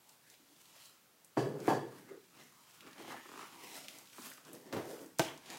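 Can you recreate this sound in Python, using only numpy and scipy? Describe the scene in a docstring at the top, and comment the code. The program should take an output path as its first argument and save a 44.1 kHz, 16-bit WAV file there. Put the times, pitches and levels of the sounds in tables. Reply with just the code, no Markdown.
"""A paper shopping bag on a tiled kitchen floor, rummaged in by a small child, heard at one microphone.
The paper slides and crinkles: noise and clumped snaps shaped by the strokes of the hands, with short dry ticks.
A cardboard carton stutters along the inside, is dragged out over the booming side and knocked down on the tiles:
noise bursts, plus ringing modes for the knock. Early on something heavy, perhaps a drawer, clunks twice and
rumbles. The kitchen answers briefly with decaying noise, over a steady hiss."""
import sys
import numpy as np
from scipy import signal
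from scipy.fft import rfft, irfft, next_fast_len
from scipy.io import wavfile
from scipy.ndimage import uniform_filter1d, map_coordinates

SR = 44100
rng = np.random.default_rng(int(sys.argv[2]) if len(sys.argv) > 2 else 0)


def transcribe(signal):
    """Save signal, clipped to [-1, 1], as a 16-bit WAV file at the path in sys.argv[1]."""
    frames = np.atleast_2d(signal).T
    limited = np.clip(frames, -1, 1)
    pcm = np.round(limited * 32767).astype(np.int16)
    wavfile.write(sys.argv[1], SR, pcm)


N = 246386  # length in samples

# "Before trim" marks a level that its function shifts by a fixed number of dB.
# The side of the bag buckles. Each row: start [s], level before trim [dB],
# crackle against boom before trim [dB], decay time T60 of the boom [s].
BUCKLES = [(4.724, -28.5, -19, 0.15), (4.764, -30, -32, 0.085)]
# Soft bumps inside the bag. Each row: start [s], level before trim [dB], pitch [Hz].
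BUMPS = [(0.395, -61, 264), (0.493, -59, 300), (1.42, -38, 353), (1.54, -41, 317), (2.102, -40, 386),
         (2.134, -46, 397), (2.17, -52, 384), (4.184, -48.5, 250), (4.257, -53, 259), (4.858, -39.5, 338),
         (4.912, -41, 420)]
# The carton sticks and slips on the paper. Each row: start [s], number of slips, first wait [s],
# level before trim [dB], pitch of the rasp [Hz], boom against the first rasp [dB].
SLIP_RUNS = [(2.999, 6, 0.047, -43.5, 800, -9), (3.255, 9, 0.035, -45, 1160, -1),
             (4.182, 1, 0, -42.5, 1040, -1), (4.315, 1, 0, -44, 1770, -27), (4.377, 1, 0, -47.5, 1260, -12)]
# Short dry ticks: the loudest creases, and at 5.186 s a bright tick just before the landing.
# Each row: start [s], level [dB], pitch [Hz].
LOUD_TICKS = [(0.091, -63.5, 7300), (0.2996, -60.5, 6000), (0.3391, -64, 2620), (1.246, -60, 8600),
              (1.6016, -57.5, 5540), (2.8061, -56.5, 2700), (2.9296, -61, 3300), (3.8828, -47, 2800),
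              (3.985, -56, 6700), (4.0724, -63, 3540), (4.13, -59.5, 2560), (4.2203, -56, 5300),
              (4.3, -55, 11000), (4.4497, -61, 5400), (4.531, -53.5, 9800), (4.7261, -51, 3300),
              (5.186, -43, 7040), (5.2474, -48.5, 3600), (5.375, -59.5, 5370), (5.4596, -59, 3530),
              (5.501, -52.5, 4270)]
# The carton lands. Each row: start [s], level before trim [dB], dull above [Hz].
LANDING_CONTACTS = [(5.194, -22.5, 14000), (5.2012, -29.5, 4050), (5.216, -33, 900)]
# Heavy clunks. Each row: start [s], level [dB], ring against the clunk before trim [dB],
# rattle against the push [dB], centre of the push resonance [Hz], its sharpness Q [-],
# rise of the push [s], decay time T60 of the push [s].
CLUNKS = [(1.367, -26, -4, -20, 332, 0.38, 0.011, 0.039),
          (1.677, -22.5, -9.5, -25, 422, 0.66, 0.0022, 0.0426),
          (1.692, -28.5, -7, -24.5, 827, 3.5, 0.0049, 0.11),
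          (1.726, -30, -11, -19.5, 403, 0.9, 0.0054, 0.03)]
# The heavy thing rumbles on after each clunk. Each row: start [s], end [s], level [dB], fade [dB per s].
ROLLS = [(1.367, 1.682, -38.5, 26.5), (1.675, 2.1, -34, 99)]
# Strokes of friction, mostly sliding paper. Each row: peak [s], rise [s], fall [s], then, before trim,
# hollow drumming [dB], scraping [dB], crinkling [dB], and last brightness [dB per octave].
STROKES = [(0.095, 0.05, .08, -83, -71.5, -63.5, 3), (0.32, 0.081, 0.051, -81, -66.5, -64, 0.5),
           (0.66, 0.37, 0.17, -77, -84, -66.5, 0.5), (0.84, 0.18, 0.091, -86, -62.5, -57.5, 0.5),
           (1.391, 0.019, 0.077, -74, -67, -52.5, -1.5), (1.70, 0.072, 0.048, -67, -47.5, -49, 0.5),
           (1.96, 0.14, 0.12, -62, -60, -63, -0.5), (2.12, 0.069, .05, -58, -61, -69, -2),
           (2.41, 0.079, 0.075, -64.5, -61, -62, -3), (2.76, 0.53, 0.095, -93, -73.5, -64, 1),
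           (2.86, 0.052, 0.1, -58, -58, -68.5, -6), (3.004, 0.04, 0.065, -56, -53, -58.5, -3.5),
           (3.1, 0.069, 0.079, -53, -45, -54.5, -1), (3.415, 0.047, 0.083, -76, -54, -57, -3.5),
           (3.4, 0.58, 0.37, -68.5, -61, -58.5, -1), (3.64, 0.088, 0.12, -57, -54.5, -56.5, 0.5),
           (3.745, 0.1, .15, -65, -52.5, -49.5, -0.5), (3.96, 0.13, 0.1, -64.5, -63, -57.5, 2.5),
           (4.259, .12, 0.098, -61.5, -55, -49, 2), (4.47, .025, .08, -63, -58.5, -61, 0),
           (4.545, 0.048, 0.091, -53.5, -61, -60.5, 2), (4.67, 0.076, .1, -57, -62, -65, 0),
           (4.77, .05, 0.087, -44.5, -55, -57.5, -4), (4.929, 0.13, 0.083, -48.5, -57, -54.5, 2.5),
           (5.02, 0.058, 0.1, -54, -65.5, -60, 4), (5.22, 0.023, 0.055, -67, -64, -45.5, -3),
           (5.29, 0.042, 0.088, -55.5, -59, -67, -2), (5.519, 0.067, 0.094, -58.5, -49.5, -50, -3.5)]

# Modes of the carton. Each row: frequency [Hz], relative level [dB], decay time T60 [s].
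CARTON_MODES = [(155.4, -8, 0.13), (311, 1.5, 0.1), (351, 4.5, 0.075), (605, -18, 0.05), (810, -1, 0.094),
                (1560, -3, 0.081), (2143, -7, 0.11), (2896, -10.5, 0.21)]
# Modes of the heavy clunking thing. Each row: frequency [Hz], relative level [dB], decay time T60 [s].
HEAVY_MODES = [(141, -14.5, 0.24), (302, 1, 0.18), (386, 3, 0.32), (451, -1, 0.36), (524, -3, 0.18),
               (609, -2, 0.46), (694, 0, 0.18), (748, 7.5, 0.13), (895, -22, .2), (1120, -3.5, .17),
               (1694, -4, 0.38), (1747, -14, 0.33), (2655, -16.5, 0.33), (3010, -21, 0.51),
               (3327, -18, 0.38), (4280, -31, 0.27), (4650, -13.5, .42), (4750, -23.5, 0.35)]

# Boom of the bag's side. Each row: frequency [Hz], relative level [dB per Hz].
PANEL_SPECTRUM = [(30, -40), (75, -33), (105, -7), (160, -6), (350, 0.5), (550, -5.5), (800, -9),
                  (1150, -14), (1700, -16.5), (2500, -23.5), (8000, -35)]
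# Carton against tiles. Each row: frequency [Hz], relative level [dB per Hz].
KNOCK_SPECTRUM = [(30, -25), (75, -20.5), (150, 3.5), (235, -10.5), (330, 3.5), (470, -4.5), (720, 4),
                  (1100, -9.5), (2200, -12), (4500, -16), (6000, -14), (9500, -21.5), (15800, -25)]
# Hollow drumming of the bag's sides. Each row: frequency [Hz], relative level [dB per Hz].
DRUM_SPECTRUM = [(25, -37), (70, -19), (115, 0), (190, 0.5), (330, 2), (450, 0.5), (620, -3), (1100, -7.5),
                 (3000, -70.5)]
# Scraping on the paper's surface. Each row: frequency [Hz], relative level [dB per Hz].
SCRAPE_SPECTRUM = [(200, -44), (520, -1.5), (800, 1.5), (1150, 2.5), (1600, -1.5), (2700, -10.5),
                   (4000, -17), (9000, -45)]
# Crinkling of the folds. Each row: frequency [Hz], relative level [dB per Hz].
CRINKLE_SPECTRUM = [(1000, -48), (2000, -3), (2800, 2.5), (4500, 0), (7000, -1), (10000, -4), (13000, -5.5),
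                    (15800, -9.5)]
# Crackle of a buckling side, also the rattle of a clunk. Each row: frequency [Hz], relative level [dB per Hz].
CRACKLE_SPECTRUM = [(800, 5), (2800, -2), (6500, -1.5), (10000, -9), (15800, -31)]
# Room and microphone background. Each row: frequency [Hz], relative level [dB per Hz].
HISS_SPECTRUM = [(25, 0), (70, -10), (140, 4), (300, 2.5), (900, -0.5), (2000, -3.5), (5000, -5),
                 (10000, -7.5), (15800, -6.5)]
# Push of the heavy thing. Each row: frequency [Hz], relative level [dB per Hz].
THUD_SPECTRUM = [(30, -53), (80, -29), (130, 9.5), (205, -8), (330, 6), (480, -2.5), (780, -3.5),
                 (1150, -6), (1350, -12.5), (1750, -10), (2300, -17.5), (4000, -29), (15000, -43)]
# Dry contents of the carton. Each row: frequency [Hz], relative level [dB per Hz].
CONTENTS_SPECTRUM = [(400, -12), (1000, -5), (2300, 0), (3300, 3), (4300, -21), (8000, -22), (15800, -27)]
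# Rumble of the heavy thing. Each row: frequency [Hz], relative level [dB per Hz].
RUMBLE_SPECTRUM = [(25, -58), (75, -41), (142, -2.5), (205, -8), (310, -2.5), (450, 2), (580, -12.5),
                   (1100, -21.5), (3000, -49)]
# Decay of the kitchen. Each row: frequency [Hz], decay time T60 [s].
KITCHEN_DECAY = [(100, 0.55), (300, 0.39), (800, 0.38), (2000, 0.5), (5000, 0.41), (13000, 0.43)]

LOW_CUT_HZ, TOP_HZ = 54, 15900  # band of the microphone
AGE = np.arange(SR * 3 // 4) / SR  # seconds since the start of a short sound
STROKE_DROP_DB, STROKE_ROUNDNESS = 11, 1.09  # drop over one rise or fall time; 1 = pointed, 2 = bell-shaped
RESTING_DB = -80  # the held bag is never quite still
DRUM_HZ, DRUM_AT_DB, DRUM_OCTAVES_PER_DB = 332, -58.5, 0.07  # a harder drag drums higher
SHORTEST_WAIT_S, WAIT_SHRINK = 0.017, 0.5  # the wait above the shortest one halves at each slip
STUTTER_GROWTH_DB = 5  # the rasp grows from the first slip of a run to the last
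TICK_T60_S = 0.024
SMALL_CREASES_PER_S, SMALL_CREASE_DB = 5, -2  # stray ticks, relative to the tabled crinkling around them
SMALL_CREASE_HZ, SMALL_CREASE_OCTAVES = 4200, 0.64  # their middle pitch and scatter to either side
ROLL_RISE_S = 0.021


def amp(db):
    """Decibels to gain."""
    return 10 ** (np.asarray(db) / 20)


def unit(x):
    """Scale to rms 1."""
    return x / np.sqrt(np.mean(x ** 2) + 1e-20)


def impulse(x):
    """Scale to the energy of 10 ms at rms 1."""
    return x * np.sqrt(SR / 100 / (np.sum(x ** 2) + 1e-20))


def along(points, hz):
    """Interpolate (Hz, value) points on a log frequency axis."""
    f, v = np.transpose(points)
    return np.interp(np.log(hz + 1), np.log(f), v)


def spectrum_gain(points):
    """Gain over frequency that follows a table of (Hz, dB)."""
    return lambda hz: amp(along(points, hz))


def resonance(centre, q):
    """Gain of one broad resonance."""
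    return lambda hz: 1 / np.hypot(1, q * (hz / centre - centre / (hz + 1)))


def curves(rows, times):
    """The value of each column at the given times."""
    s, *columns = np.transpose(rows)
    return [np.interp(times, s, column) for column in columns]


def wobble(rate):
    """A smooth random curve, rate knots a second."""
    knots = rng.standard_normal(int(N * rate / SR) + 4)
    return map_coordinates(knots, [np.arange(N) * rate / SR])


def colour(x, gain, even=False):
    """Causal filter with a gain that depends on frequency; even first levels the broad humps of x."""
    m = 2 * next_fast_len(len(x) // 2 + 4096, real=True)
    z = rfft(x, m)
    g = gain(np.fft.rfftfreq(m, 1 / SR))
    if even:
        power = uniform_filter1d(np.abs(z) ** 2, m * 200 // SR)  # averaged over 200 Hz
        g = g / np.sqrt(np.abs(power) + 1e-12)
    # Folding the cepstrum onto positive time gives minimum phase: nothing sounds before its cause.
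    cepstrum = irfft(np.log(np.maximum(g, g.max() * 1e-6)))
    cepstrum[1:m // 2] *= 2
    cepstrum[m // 2 + 1:] = 0
    return irfft(z * np.exp(rfft(cepstrum)))[:len(x)]


def dull(x, corner):
    """A softer contact loses its treble."""
    return colour(x, lambda hz: 1 / np.hypot(1, hz / corner))


def onset(rise):
    """Smooth start of a short sound."""
    return 1 - np.exp(-(AGE / rise) ** 2)


def burst(rise, t60, gain):
    """A short coloured puff of noise that rises and dies away."""
    shape = onset(rise) * amp(-60 * AGE / t60)
    return impulse(colour(rng.standard_normal(len(AGE)) * shape, gain, even=True))


def ring(modes, rise, rough):
    """Damped modes; loose parts chatter against them and make each one flutter."""
    tones = np.zeros(len(AGE))
    for hz, db, t60 in modes:
        knots = rng.standard_normal((2, 110))
        real, imag = signal.resample(knots, len(AGE), axis=1)
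        flutter = 1 + rough * (real + 1j * imag)
        carrier = np.exp(2j * np.pi * (hz * AGE + rng.random()))
        tones += amp(db - 60 * AGE / t60) * np.real(flutter * carrier)
    return impulse(tones * onset(rise))


def grains(rate, spread_db):
    """Tiny snaps at random moments, rate a second, most of them weak."""
    size = amp(spread_db * np.minimum(rng.exponential(size=N), 3))
    struck = rng.random(N) < rate / SR
    return unit(struck * size * rng.choice([-1, 1], N))


def add(track, s, sound):
    """Mix a sound in at s seconds."""
    room = track[round(s * SR):][:len(sound)]
    room += sound[:len(room)]


def hiss():
    """Steady background of the room and the microphone: coloured noise."""
    return amp(-67.5) * unit(colour(rng.standard_normal(N), spectrum_gain(HISS_SPECTRUM)))


def kitchen(x, wet_db):
    """The direct sound and the diffuse answer of tiles and cupboards, noise that decays band by band."""
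    hz, t, z = signal.stft(rng.standard_normal(len(AGE)), SR, nperseg=256)
    decay = amp(-60 * t / along(KITCHEN_DECAY, hz)[:, None])
    tail = signal.istft(z * decay, SR, nperseg=256)[1][:len(AGE)]
    tail *= onset(0.0041)
    return x + amp(wet_db) * signal.fftconvolve(x, tail / np.linalg.norm(tail))[:len(x)]


def roll():
    """Small jolts on the way keep the heavy thing's low resonances going, ever more weakly."""
    level = np.zeros(N)
    for start, end, db, fade_db_per_s in ROLLS:
        age = np.arange(round((end - start) * SR)) / SR
        add(level, start, amp(db - fade_db_per_s * age) * (1 - np.exp(-(age / ROLL_RISE_S) ** 2)))
    jolts = colour(grains(rate=2500, spread_db=0.0), spectrum_gain(RUMBLE_SPECTRUM))
    return kitchen(level * unit(jolts), wet_db=-8.5)


def clunks():
    """A heavy push, the hard ring it wakes and a faint rattle."""
    out = np.zeros(N)
    for s, db, ring_db, rattle_db, pitch_hz, q, rise, t60 in CLUNKS:
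        push = burst(rise, t60, lambda hz: amp(along(THUD_SPECTRUM, hz)) * resonance(pitch_hz, q)(hz))
        rattle = burst(0.0086, 0.19, spectrum_gain(CRACKLE_SPECTRUM))
        add(out, s, amp(db) * kitchen(push + amp(rattle_db) * rattle, wet_db=-2.5))
        hard_ring = ring(HEAVY_MODES, rise=0.0086, rough=0.91)
        add(out, s, amp(db + ring_db + 1.0) * kitchen(hard_ring, wet_db=-8.0))
    return out


def bumps():
    """Groceries nudge the bag and stir one low resonance."""
    out = np.zeros(N)
    for s, db, pitch_hz in BUMPS:
        hum = burst(0.004, 0.11, lambda hz: resonance(pitch_hz, q=3.2)(hz) ** 2)
        add(out, s, amp(db - 5.0) * kitchen(hum, wet_db=-5.5))
    return out


def landing():
    """The carton hits the tiles edge first and settles; its dry contents shift a moment later."""
    out = np.zeros(N)
    for s, db, corner_hz in LANDING_CONTACTS:
        knock = burst(0.00066, 0.025, spectrum_gain(KNOCK_SPECTRUM))
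        body = ring(CARTON_MODES, rise=0.0031, rough=0.2)
        contact = dull(knock + amp(-7.0) * body, corner_hz)
        add(out, s, amp(db - 2.5) * kitchen(contact, wet_db=-8.5))
    contents = burst(0.042, 0.16, spectrum_gain(CONTENTS_SPECTRUM))
    clumps = amp(3 * wobble(160)[:len(AGE)])  # the pieces tumble in uneven handfuls
    add(out, 5.235, amp(-43.5) * kitchen(impulse(contents * clumps), wet_db=-6.0))
    return out


def slips():
    """Each slip is a cardboard rasp with a little boom from the bag; in a run they come faster and rasp harder."""
    out = np.zeros(N)
    for s, count, wait, db, pitch_hz, boom_db in SLIP_RUNS:
        for growth_db in np.linspace(0, STUTTER_GROWTH_DB, round(count)):
            rasp = burst(0.00091, 0.028, lambda hz: resonance(pitch_hz, q=2.6)(hz) ** 1.32)
            boom = burst(0.002, 0.045, lambda hz: resonance(330, q=1.5)(hz) ** 2)
            slip = amp(growth_db) * rasp + amp(boom_db) * boom
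            add(out, s, amp(db - 10.5) * kitchen(slip, wet_db=-5.5))
            s = s + wait
            wait = SHORTEST_WAIT_S + WAIT_SHRINK * (wait - SHORTEST_WAIT_S)
    return out


def buckles():
    """A side of the bag gives way: a hollow boom and a spray of crackle."""
    out = np.zeros(N)
    for s, db, crackle_db, t60 in BUCKLES:
        boom = burst(0.0025, t60, spectrum_gain(PANEL_SPECTRUM))
        crackle = burst(0.0026, 0.08, spectrum_gain(CRACKLE_SPECTRUM))
        add(out, s, amp(db - 7) * kitchen(boom + amp(crackle_db + 2.5) * crackle, wet_db=0))
    return out


def handling():
    """All strokes swell, fade and add up: rows of (s, drumming dB, scraping dB, crinkling dB, brightness)."""
    t = np.arange(0, N, SR // 500) / SR  # about 500 points a second
    peak, rise, fall, drum_db, scrape_db, crinkle_db, bright = np.transpose(STROKES)[:, :, None]
    away = np.maximum((peak - t) / rise, (t - peak) / fall)
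    swell_db = -STROKE_DROP_DB * away ** STROKE_ROUNDNESS
    power = amp(np.array([drum_db, scrape_db, crinkle_db]) + swell_db) ** 2
    total = power.sum(axis=1) + amp(RESTING_DB) ** 2
    brightness = (power[-1] * bright).sum(axis=0) / total[-1]  # weighted by crinkling power
    return np.column_stack([t, *10 * np.log10(total), brightness])


def small_creases():
    """Stray folds give way at random, louder when the paper is busy: rows like LOUD_TICKS."""
    draws = rng.random((round(SMALL_CREASES_PER_S * N / SR), 2))
    times = draws[:, 0] * N / SR
    _, _, crinkle_db, _ = curves(handling(), times)
    pitches = SMALL_CREASE_HZ * 2 ** (SMALL_CREASE_OCTAVES * (2 * draws[:, 1] - 1))
    return list(zip(times, crinkle_db + SMALL_CREASE_DB, pitches))


def ticks():
    """Short dry ticks, mostly folds that snap through, with little sound below each tick's own pitch."""
    out = np.zeros(N)
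    for s, db, pitch_hz in list(LOUD_TICKS) + small_creases():
        def tick_gain(hz):
            low_cut = 1 / np.hypot(1, (0.6 * pitch_hz / (hz + 1)) ** 3)
            return resonance(pitch_hz, q=1.8)(hz) * low_cut

        tick = burst(0.00062, TICK_T60_S, tick_gain)
        add(out, s, amp(db) * kitchen(tick, wet_db=-4.5))
    return out


def flex(x, gain, patchy_db):
    """Paper changes shape as it moves: a gain of frequency and time, with wandering resonances on top."""
    hz, t, z = signal.stft(x, SR, nperseg=512)
    field = uniform_filter1d(rng.standard_normal(z.shape), size=5, axis=0)  # smooth over frequency
    field = uniform_filter1d(field, size=20, axis=1)  # and over time
    g = gain(hz[:, None], t) * amp(patchy_db * unit(field))
    return unit(signal.istft(z * g, SR, nperseg=512)[1][:N])


def rustle():
    """Sliding paper: smooth friction and clumps of snaps drive the sides, the surface and the creases."""
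    motion = handling()
    drum, scrape, crinkle, _ = amp(curves(motion, np.arange(N) / SR))
    snaps = unit(grains(rate=1500, spread_db=3.0) * amp(2.5 * wobble(70)))

    def excite(spectrum, friction):
        drive = snaps + friction * rng.standard_normal(N)
        return colour(drive, spectrum_gain(spectrum))

    def drum_gain(hz, t):
        harder_db = curves(motion, t)[0] - DRUM_AT_DB
        pitch_hz = DRUM_HZ * 2 ** (DRUM_OCTAVES_PER_DB * harder_db)
        return resonance(pitch_hz, q=1.1)(hz)

    def fold_tilt(hz, t):
        brightness = curves(motion, t)[-1]
        return amp(brightness * np.log2((hz + 500) / 7000))

    sides = flex(excite(DRUM_SPECTRUM, friction=1.0), drum_gain, patchy_db=2)
    surface = flex(excite(SCRAPE_SPECTRUM, friction=0.91), lambda hz, t: 1, patchy_db=4.5)
    folds = flex(excite(CRINKLE_SPECTRUM, friction=1.0), fold_tilt, patchy_db=1.6)
    paper = drum * sides + scrape * surface + crinkle * folds
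    return kitchen(amp(-1.0) * paper, wet_db=-9.0)


def scene():
    """All sounds at one microphone."""
    paper = rustle()
    heavy_thing = clunks() + roll()
    bag_and_carton = buckles() + bumps() + slips() + landing()
    return (paper + heavy_thing + bag_and_carton + hiss() + ticks())[None]


def record(dry):
    """The microphone sheds deep bass, and nothing is kept above its band limit."""
    low_cut = signal.butter(2, LOW_CUT_HZ, "highpass", fs=SR, output="sos")
    lean = signal.sosfilt(low_cut, dry)
    m = next_fast_len(N + SR // 2)
    kept = np.fft.rfftfreq(m, 1 / SR) < TOP_HZ
    return irfft(rfft(lean, m) * kept, m)[..., :N]


dry = scene()
out = record(dry)
transcribe(out)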